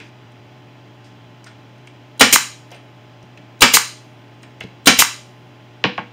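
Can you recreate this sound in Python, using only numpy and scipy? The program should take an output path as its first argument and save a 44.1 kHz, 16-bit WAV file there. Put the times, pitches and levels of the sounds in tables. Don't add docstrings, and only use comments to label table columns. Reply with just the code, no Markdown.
import sys
import numpy as np
from scipy import signal
from scipy.fft import rfft, irfft, next_fast_len
from scipy.io import wavfile
from scipy.ndimage import uniform_filter1d

SR = 44100
rng = np.random.default_rng(int(sys.argv[2]) if len(sys.argv) > 2 else 0)


def invert_db(x):
    u = np.asarray(x, float) / 20
    return 10 ** u


def file_out(sig):
    cols = np.atleast_2d(sig).T
    lim = np.clip(cols, -1, 1)
    pcm = np.round(lim * 32767).astype(np.int16)
    wavfile.write(sys.argv[1], SR, pcm)


N = 269892


def evened(x):
    return x / np.sqrt(np.mean(x ** 2) + 1e-20)


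def read(points, hz):
    f, value = np.transpose(points)
    return np.interp(np.log(hz + 1), np.log(f + 1), value)


def add(mix, start_s, sound):
    part = mix[round(start_s * SR):][:len(sound)]
    part += sound[:len(part)]


def click(colour):
    hz = abs(np.fft.fftfreq(4096, 1 / SR))
    log_gain = np.log(invert_db(read(colour, hz)))
    minimum_phase = np.exp(np.conj(signal.hilbert(log_gain)))
    pulse = np.fft.ifft(minimum_phase).real[:2048]
    return pulse / abs(pulse).max()


def grit(length_s):
    x = rng.standard_normal(4096) * np.exp(-np.arange(4096) / SR / length_s)
    return x / np.linalg.norm(x)


def hiss(colour, pipes, size):
    hz = np.fft.rfftfreq(size, 1 / SR)
    gain = evened(invert_db(read(colour, hz)))
    for centre, width, db in pipes:
        strength = invert_db(db) * np.sqrt(SR / width / np.pi)
        gain = gain + strength / (1 + ((hz - centre) / width * 2) ** 2)
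    return evened(irfft(rfft(rng.standard_normal(size)) * gain, size))


def ring(modes, sag=0., scatter=.015):
    t = np.arange(SR // 4) / SR
    bent_t = t + sag * 0.021 * (1 - np.exp(-t / 0.03))
    x = np.zeros(len(t))
    for hz, db, t60 in modes:
        detune, lift_db = rng.uniform(-1, 1, 2) * [scatter, 2]
        x += invert_db(db + lift_db - 60 * t / t60) * np.sin(2 * np.pi * hz * (1 + detune) * bent_t)
    x *= 1 - np.exp(-t * modes[0][0])
    return x / abs(x).max()


def push():
    u = np.arange(SR // 8) / SR / 0.0035
    return u * np.exp(1 - u)


# frequency in Hz, delay in ms.
PLATE_DELAY = [(100, 9), (400, 7), (1000, 4.2), (1800, 2.2), (3000, 1.1), (7000, .1), (15000, 0)]


def through_plate(x, reach=0.93):
    hz = np.fft.rfftfreq(4096, 1 / SR)
    delay_ms = reach * read(PLATE_DELAY, hz) + .5
    phase = 2 * np.pi * np.cumsum(delay_ms) / 1000 * SR / 4096
    spread = irfft(rfft(x, 4096) * np.exp(-1j * phase))[:2048]
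    fade_in = np.clip(np.arange(2048) / 15, 0, 1)
    fade_out = signal.windows.tukey(4096, .5)[2048:]
    return spread * fade_out * fade_in


# frequency in Hz, level in dB per Hz.
AIR_COLOUR = [(25, -37.5), (80, -36.5), (150, -10), (330, -11), (390, -21), (520, -20), (620, -14.5),
              (880, -22), (1100, -22), (3200, -23), (5000, -33.5), (7000, -41), (10000, -53.5),
              (15600, -47.5)]


def room_air():
    frames, hz = N // 256 + 5, np.fft.rfftfreq(1024, 1 / SR)
    real, imag, patches = rng.standard_normal((frames, 513, 3)).T
    patches = uniform_filter1d(patches, size=8, axis=0)
    patches = evened(uniform_filter1d(patches, size=14, axis=1))
    z = (real + 1j * imag) * invert_db(read(AIR_COLOUR, hz)[:, None] + 0.4 * patches)
    return invert_db(-48.5) * evened(signal.istft(z, nperseg=1024, noverlap=768)[1][:N])


# frequency in Hz, rms level in dB, waver in Hz.
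HUM_TONES = [(120.9, -45.5, 1.8), (245, -63, 4.9), (293, -58, 4), (361, -58.5, 3.7), (427, -60.5, 4.6),
             (608, -58.5, 30), (768, -63.5, 3), (854, -58.5, 3.8), (950, -67.5, 8.4), (1043, -63, 4),
             (1520, -73.5, 3)]


def hum():
    t = np.arange(N) / SR
    out = np.zeros(N)
    for hz, db, waver_hz in HUM_TONES:
        wander = np.cumsum(rng.standard_normal(N)) * np.sqrt(2 * np.pi * waver_hz / SR)
        out += invert_db(db) * np.sqrt(2) * np.sin(2 * np.pi * hz * t + wander)
    return out


# frequency in Hz, t60 in s.
SHOP_DECAY = [(100, .25), (400, .22), (900, 0.26), (1800, 0.35), (3500, .42), (7000, .38), (10000, 0.33),
              (15000, .25)]
# delay in s, level in dB.
EARLY_ECHOES = [(.0075, -18), (.012, -17), (.017, -22), (.026, -22)]


def shop():
    taps = np.zeros(SR)
    at = np.arange(150, SR - 20, 20)
    signs = rng.choice([-1., 1.], len(at))
    taps[at + rng.integers(0, 20, len(at))] = signs * np.clip(at / SR / .012, 0, 1)
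    hz, t, z = signal.stft(taps, SR, nperseg=256)
    hz = hz[:, None]
    decay_db = -60 * t / read(SHOP_DECAY, hz)
    dulling_db = -6 / (1 + (9000 / (hz + 1)) ** 6)
    tail = signal.istft(z * invert_db(decay_db + dulling_db), SR, nperseg=256)[1]
    tail = tail / np.linalg.norm(tail)
    for k, (delay_s, db) in enumerate(EARLY_ECHOES):
        add(tail, delay_s, np.array([(-1) ** k * invert_db(db)]))
    return tail


# frequency in Hz, level in dB.
BOOMY_CLICK = [(100, -46), (300, 26.5), (800, -26), (1500, -14.5), (2600, 5), (4500, 1), (7500, -37),
               (10000, -55), (15000, -86)]
WOODY_CLICK = [(100, -32), (300, -14.5), (900, 9), (1600, -4.5), (2700, -1), (4500, -19.5), (7500, -41),
               (10000, -69), (15000, -81)]
# frequency in Hz, level in dB, t60 in s.
BOARD_LOW_MODES = [(126, 7.5, 0.079), (201, 15, 0.15), (235.7, -3, 0.31), (313.4, -1, 0.19),
                   (487, -4, 0.29)]
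BOARD_HIGH_MODES = [(780, -3, .05), (880, 0, .04), (1080, -3, .05), (1420, -4, .04), (1600, -3, .04),
                    (2100, -8, .03)]


def knock(mix, start_s, click_db, woody, low_db, high_db):
    woody = np.clip(woody, 0, 1)
    colour = []
    for (hz, boomy_db), (_, woody_db) in zip(BOOMY_CLICK, WOODY_CLICK):
        colour.append((hz, (1 - woody) * boomy_db + woody * woody_db))
    add(mix, start_s - .0005, invert_db(click_db + 2.5) * through_plate(click(colour)))
    chatter = np.convolve(grit(0.022), click(colour))
    add(mix, start_s + .002, invert_db(click_db) * chatter)
    add(mix, start_s + 0.0027, invert_db(low_db) * ring(BOARD_LOW_MODES))
    add(mix, start_s + 0.00213, invert_db(high_db) * ring(BOARD_HIGH_MODES))


# start in seconds, click in dB, woodiness 0-1, low ring in dB, high ring in dB.
BOARD_KNOCKS = [
    (5.8397, 2, 0.48, -11.5, -8.5),
    (5.847, -22, 0.2, -11.5, -33),
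    (5.8497, -7.5, 0.5, -42, -36),
    (5.8513, -7, 1, -44, -39),
    (5.918, -33, 0.1, -45, -39),
    (5.9780, -9.5, 1, -47, -17),
    (5.9836, -43, 1, -25, -20),
    (5.996, -35, 0.9, -27.5, -29),
]


def board_set_down(mix):
    for row in BOARD_KNOCKS:
        knock(mix, *row)


def scrape(mix, start_s, db, centre_hz, octaves, length_s):
    skirt = [(-3, -30), (-1, -5), (0, 0), (1, -12), (3, -45)]
    colour = click([(centre_hz * 2 ** (k * octaves), skirt_db) for k, skirt_db in skirt])
    peak = np.sqrt(1 + length_s * SR / 8) / np.linalg.norm(colour)
    add(mix, start_s, invert_db(db + 4.0) * peak * np.convolve(grit(length_s), colour))


def tick(mix, start_s, db, centre_hz):
    scrape(mix, start_s, db, centre_hz, octaves=.8, length_s=.003)


# start in seconds, level in dB, centre in Hz.
TIP_TICKS = [(.001, -46, 7000), (.32, -57, 8700), (1.443, -37.5, 6000), (1.463, -59, 7690),
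             (1.781, -60.5, 9000), (1.872, -42.5, 5520), (2.706, -41.5, 4000), (2.716, -40.5, 5930),
             (2.763, -49.5, 7000), (3.228, -50, 6060), (3.252, -63, 9000), (3.374, -48.5, 6490),
             (4.422, -61.5, 9000), (4.431, -39, 6000), (4.605, -36.5, 6500), (4.606, -47, 14500),
             (4.637, -36.5, 3800), (4.637, -52, 14500)]
# start in seconds, level in dB, centre in Hz, length in s.
TOOL_RUBS = [(.001, -35.5, 2610, 0.033), (.002, -57, 5000, 0.19), (1.043, -50.5, 5070, 0.04),
             (1.464, -37, 1660, 0.018), (1.467, -41.5, 4070, .018), (1.515, -43, 2200, 0.0044),
             (1.874, -35.5, 2580, .006), (2.712, -54, 14000, .02), (2.715, -37, 685, 0.033),
             (2.719, -39.5, 2800, .04), (2.744, -40, 3500, .012), (3.375, -39.5, 2580, .01),
             (4.433, -36.5, 2550, 0.0079), (4.608, -24, 2600, 0.0083), (4.612, -37.5, 800, 0.017),
             (4.626, -35.5, 2780, .01)]


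def ticks_and_rubs(mix):
    for row in TIP_TICKS:
        tick(mix, *row)
    for start_s, db, hz, length_s in TOOL_RUBS:
        scrape(mix, start_s, db, hz, octaves=0.72, length_s=length_s)


# frequency in Hz, level in dB, t60 in s.
NOSE_MODES = [(8520, 6, 0.11), (2156, -4.5, 0.057), (3950, -8.5, 0.057), (8400, 4, .08),
              (14000, -14, 0.036)]
# start in seconds, level in dB.
NOSE_PINGS = [
    (1.462, -47),
    (1.87, -54.5),
    (2.712, -57),
    (2.746, -48),
    (4.423, -56),
    (4.431, -51),
]


def nose_pings(mix):
    for start_s, db in NOSE_PINGS:
        add(mix, start_s, invert_db(db) * ring(NOSE_MODES, scatter=.002))


# frequency in Hz, level in dB, t60 in s.
BENCH_MODES = [(222, 2, .075), (200, -9, .09), (330, -10, .07), (110, -14, .06)]
# frequency in Hz, level in dB, t60 in s.
BOX_MODES = [(125, -14, .08), (195, -8, .08), (290, -4, .06), (372, -3, .07), (432, -5, .06),
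             (624, -9, .05), (800, -7, .05), (1060, 0, .04), (1335, -1, .04), (1550, -5, .05),
             (1730, -4, .06), (2412, -7, .06), (2650, -5, .06), (2930, -6, .05)]
# start in seconds, level in dB.
BOX_THUDS = [
    (.001, -50),
    (2.72, -54.5),
    (3.23, -46),
    (3.39, -41),
    (4.608, -36.5),
    (4.639, -36),
]


def box_thuds(mix):
    for start_s, db in BOX_THUDS:
        body = ring(BENCH_MODES[1:] + BOX_MODES[:6])
        add(mix, start_s, invert_db(db + 8.5) * signal.fftconvolve(grit(0.0026), body))
        add(mix, start_s, invert_db(db - 9) * push())


# frequency in Hz, level in dB per Hz.
VALVE_COLOUR = [(180, -39), (300, -9), (2000, -19.5), (4070, 0.5), (4650, -13), (6360, -11.5),
                (7750, -12.5), (8840, -9.5), (10400, -21.5), (15500, -12)]
# frequency in Hz, width in Hz, level in dB.
VALVE_WHISTLES = [(4000, 300, -12), (8700, 500, -12.5)]


def valve_opens(mix, hit, lead_s):
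    t = np.arange(8192) / SR
    opening = np.clip(t / .004, 0, 1) ** 2 * invert_db(-150 * t) * (t < lead_s + .004)
    add(mix, hit - lead_s - .001, invert_db(-13) * opening * hiss(VALVE_COLOUR, VALVE_WHISTLES, len(t)))


def trigger_let_go(mix, vent):
    t = np.arange(8192) / SR
    puff = np.clip(t / .001, 0, 1) * invert_db(-600 * t) * (t < .013)
    whistles = [(9500, 1200, 3), (14000, 1800, 8.8)]  # Hz, width Hz, dB
    add(mix, vent - .012, invert_db(-31.5) * puff * hiss(VALVE_COLOUR, whistles, len(t)))


# frequency in Hz, level in dB per Hz.
EXHAUST_COLOUR = [(59, -49.5), (100, -14), (355, -8), (1230, -12.5), (1800, -19), (2130, -3), (2930, -3.5),
                  (4460, -1), (7100, -2), (8060, -6), (8770, -13), (15500, -9.5)]
# frequency in Hz, width in Hz, level in dB.
EXHAUST_WHISTLES = [(2500, 1900, -11), (7000, 1000, -11), (8760, 780, -5.5), (12500, 2100, -8.5)]


def exhaust_vents(mix, vent, home_after_s, vent_db):
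    add(mix, vent, invert_db(-22) * push())
    t = np.arange(8192) / SR
    past_home = t - .002 - home_after_s
    flow_db = -24 * np.clip(1 - t / 0.0049, 0, 1) ** 2
    flow_db += -5.5 * np.clip((t - .02) / 0.0025, 0, 1)
    flow_db += -9.5 * np.clip(past_home / .008, 0, 1)
    flow_db += -620 * np.clip(past_home - .008, 0, 1)
    air = hiss(EXHAUST_COLOUR, EXHAUST_WHISTLES, len(t))
    add(mix, vent - .002, invert_db(vent_db + flow_db) * air * (t < .092))


# frequency in Hz, level in dB.
BUMP_COLOUR = [(60, -34), (350, -22), (650, -26), (900, -5), (1250, 0), (1900, -6), (2800, -15),
               (5500, -15), (8000, -26), (15000, -40)]
# frequency in Hz, level in dB, t60 in s.
CAP_MODES = [(1240, -0.5, 0.0095), (2000, 2.5, 0.012), (317, -10.5, 0.012)]
# Hz, width in Hz, dB.
SEEPING_AIR = [
    [(2000, -60), (15500, -60)],
    [(9700, 150, 0), (13000, 250, -2)],
]


def piston_home(mix, home):
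    add(mix, home - .0002, invert_db(8.5) * through_plate(click(BUMP_COLOUR), reach=0.59))
    add(mix, home + 0.003, invert_db(-4) * ring(CAP_MODES))
    size = 32768
    add(mix, home, invert_db(-63 - np.linspace(0, 26, size)) * hiss(*SEEPING_AIR, size))


# frequency in Hz, level in dB per Hz.
BLOW_COLOUR = [(60, -19), (300, -2), (800, -5), (1300, -0.5), (2600, 0), (3600, -2.5), (5200, -6),
               (7900, -14.5), (9000, -22.5), (11500, -30), (15500, -28)]


def driver_blow(mix, hit, blow_db):
    t = np.arange(8192) / SR
    slam = invert_db(4 - 900 * t)
    recoil = invert_db(-5 - 350 * t)
    rattle = np.clip(t / 0.0007, 0, 1) * (slam + recoil)
    add(mix, hit, invert_db(blow_db) * rattle * hiss(BLOW_COLOUR, [], len(t)))
    crack = invert_db(-1500 * t) * hiss(EXHAUST_COLOUR, EXHAUST_WHISTLES, len(t))
    add(mix, hit + .001, invert_db(blow_db + 2.5) * crack)
    add(mix, hit, invert_db(blow_db - 6.5) * ring(BOX_MODES, sag=.05))
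    add(mix, hit, invert_db(-15.5) * push())
    t = np.arange(SR // 4) / SR
    slow_start = 1 - np.exp(-(t / .04) ** 2)
    add(mix, hit, invert_db(blow_db + 12.5) * ring(BENCH_MODES, sag=.45) * slow_start)


# driver hit in seconds, trigger earlier by s, valve earlier by s,
# blow in dB, exhaust in dB.
NAILER_SHOTS = [
    (2.2088, .031, .0143, 0, -3.5),
    (3.6195, .027, .0135, 0, -3.5),
    (4.871, .025, 0.014, 0, -4),
]


def nailer(mix):
    home_after_s = .0322
    for hit, trigger_lead_s, valve_lead_s, blow_db, vent_db in NAILER_SHOTS:
        vent = hit + .1174
        tick(mix, hit - trigger_lead_s, -48, 7500)
        valve_opens(mix, hit, valve_lead_s)
        driver_blow(mix, hit, blow_db)
        trigger_let_go(mix, vent)
        exhaust_vents(mix, vent, home_after_s, vent_db)
        piston_home(mix, vent + home_after_s)


def scene():
    tool, board = np.zeros((2, N))
    board_set_down(board)
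    ticks_and_rubs(tool)
    nose_pings(tool)
    box_thuds(tool)
    nailer(tool)
    send = invert_db(-11) * tool + invert_db(-13.0) * board
    wet = signal.fftconvolve(send, shop())[:N]
    return (tool + board + wet + room_air() + hum())[None]


def band_limit(x):
    return signal.sosfilt(signal.butter(12, 15650, fs=SR, output="sos"), x)


# frequency in Hz, width in Hz.
PORT_NOTCHES = [(3680, 89), (4380, 130), (8020, 140), (11700, 650)]


def record(dry):
    size = next_fast_len(N + 4096)
    hz = np.fft.rfftfreq(size, 1 / SR)
    gain = 1j * hz / (60 + 1j * hz)
    for centre, width in PORT_NOTCHES:
        offset = 1j * (hz - centre)
        gain *= offset / (width + offset)
    gain *= np.clip((15760 - hz) / 120, 0, 1)
    heard = irfft(rfft(dry, size) * gain, size)[:, :N]
    overloaded = np.clip(heard, -1, 1)
    return band_limit(overloaded)


dry = scene()
out = record(dry)
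file_out(out)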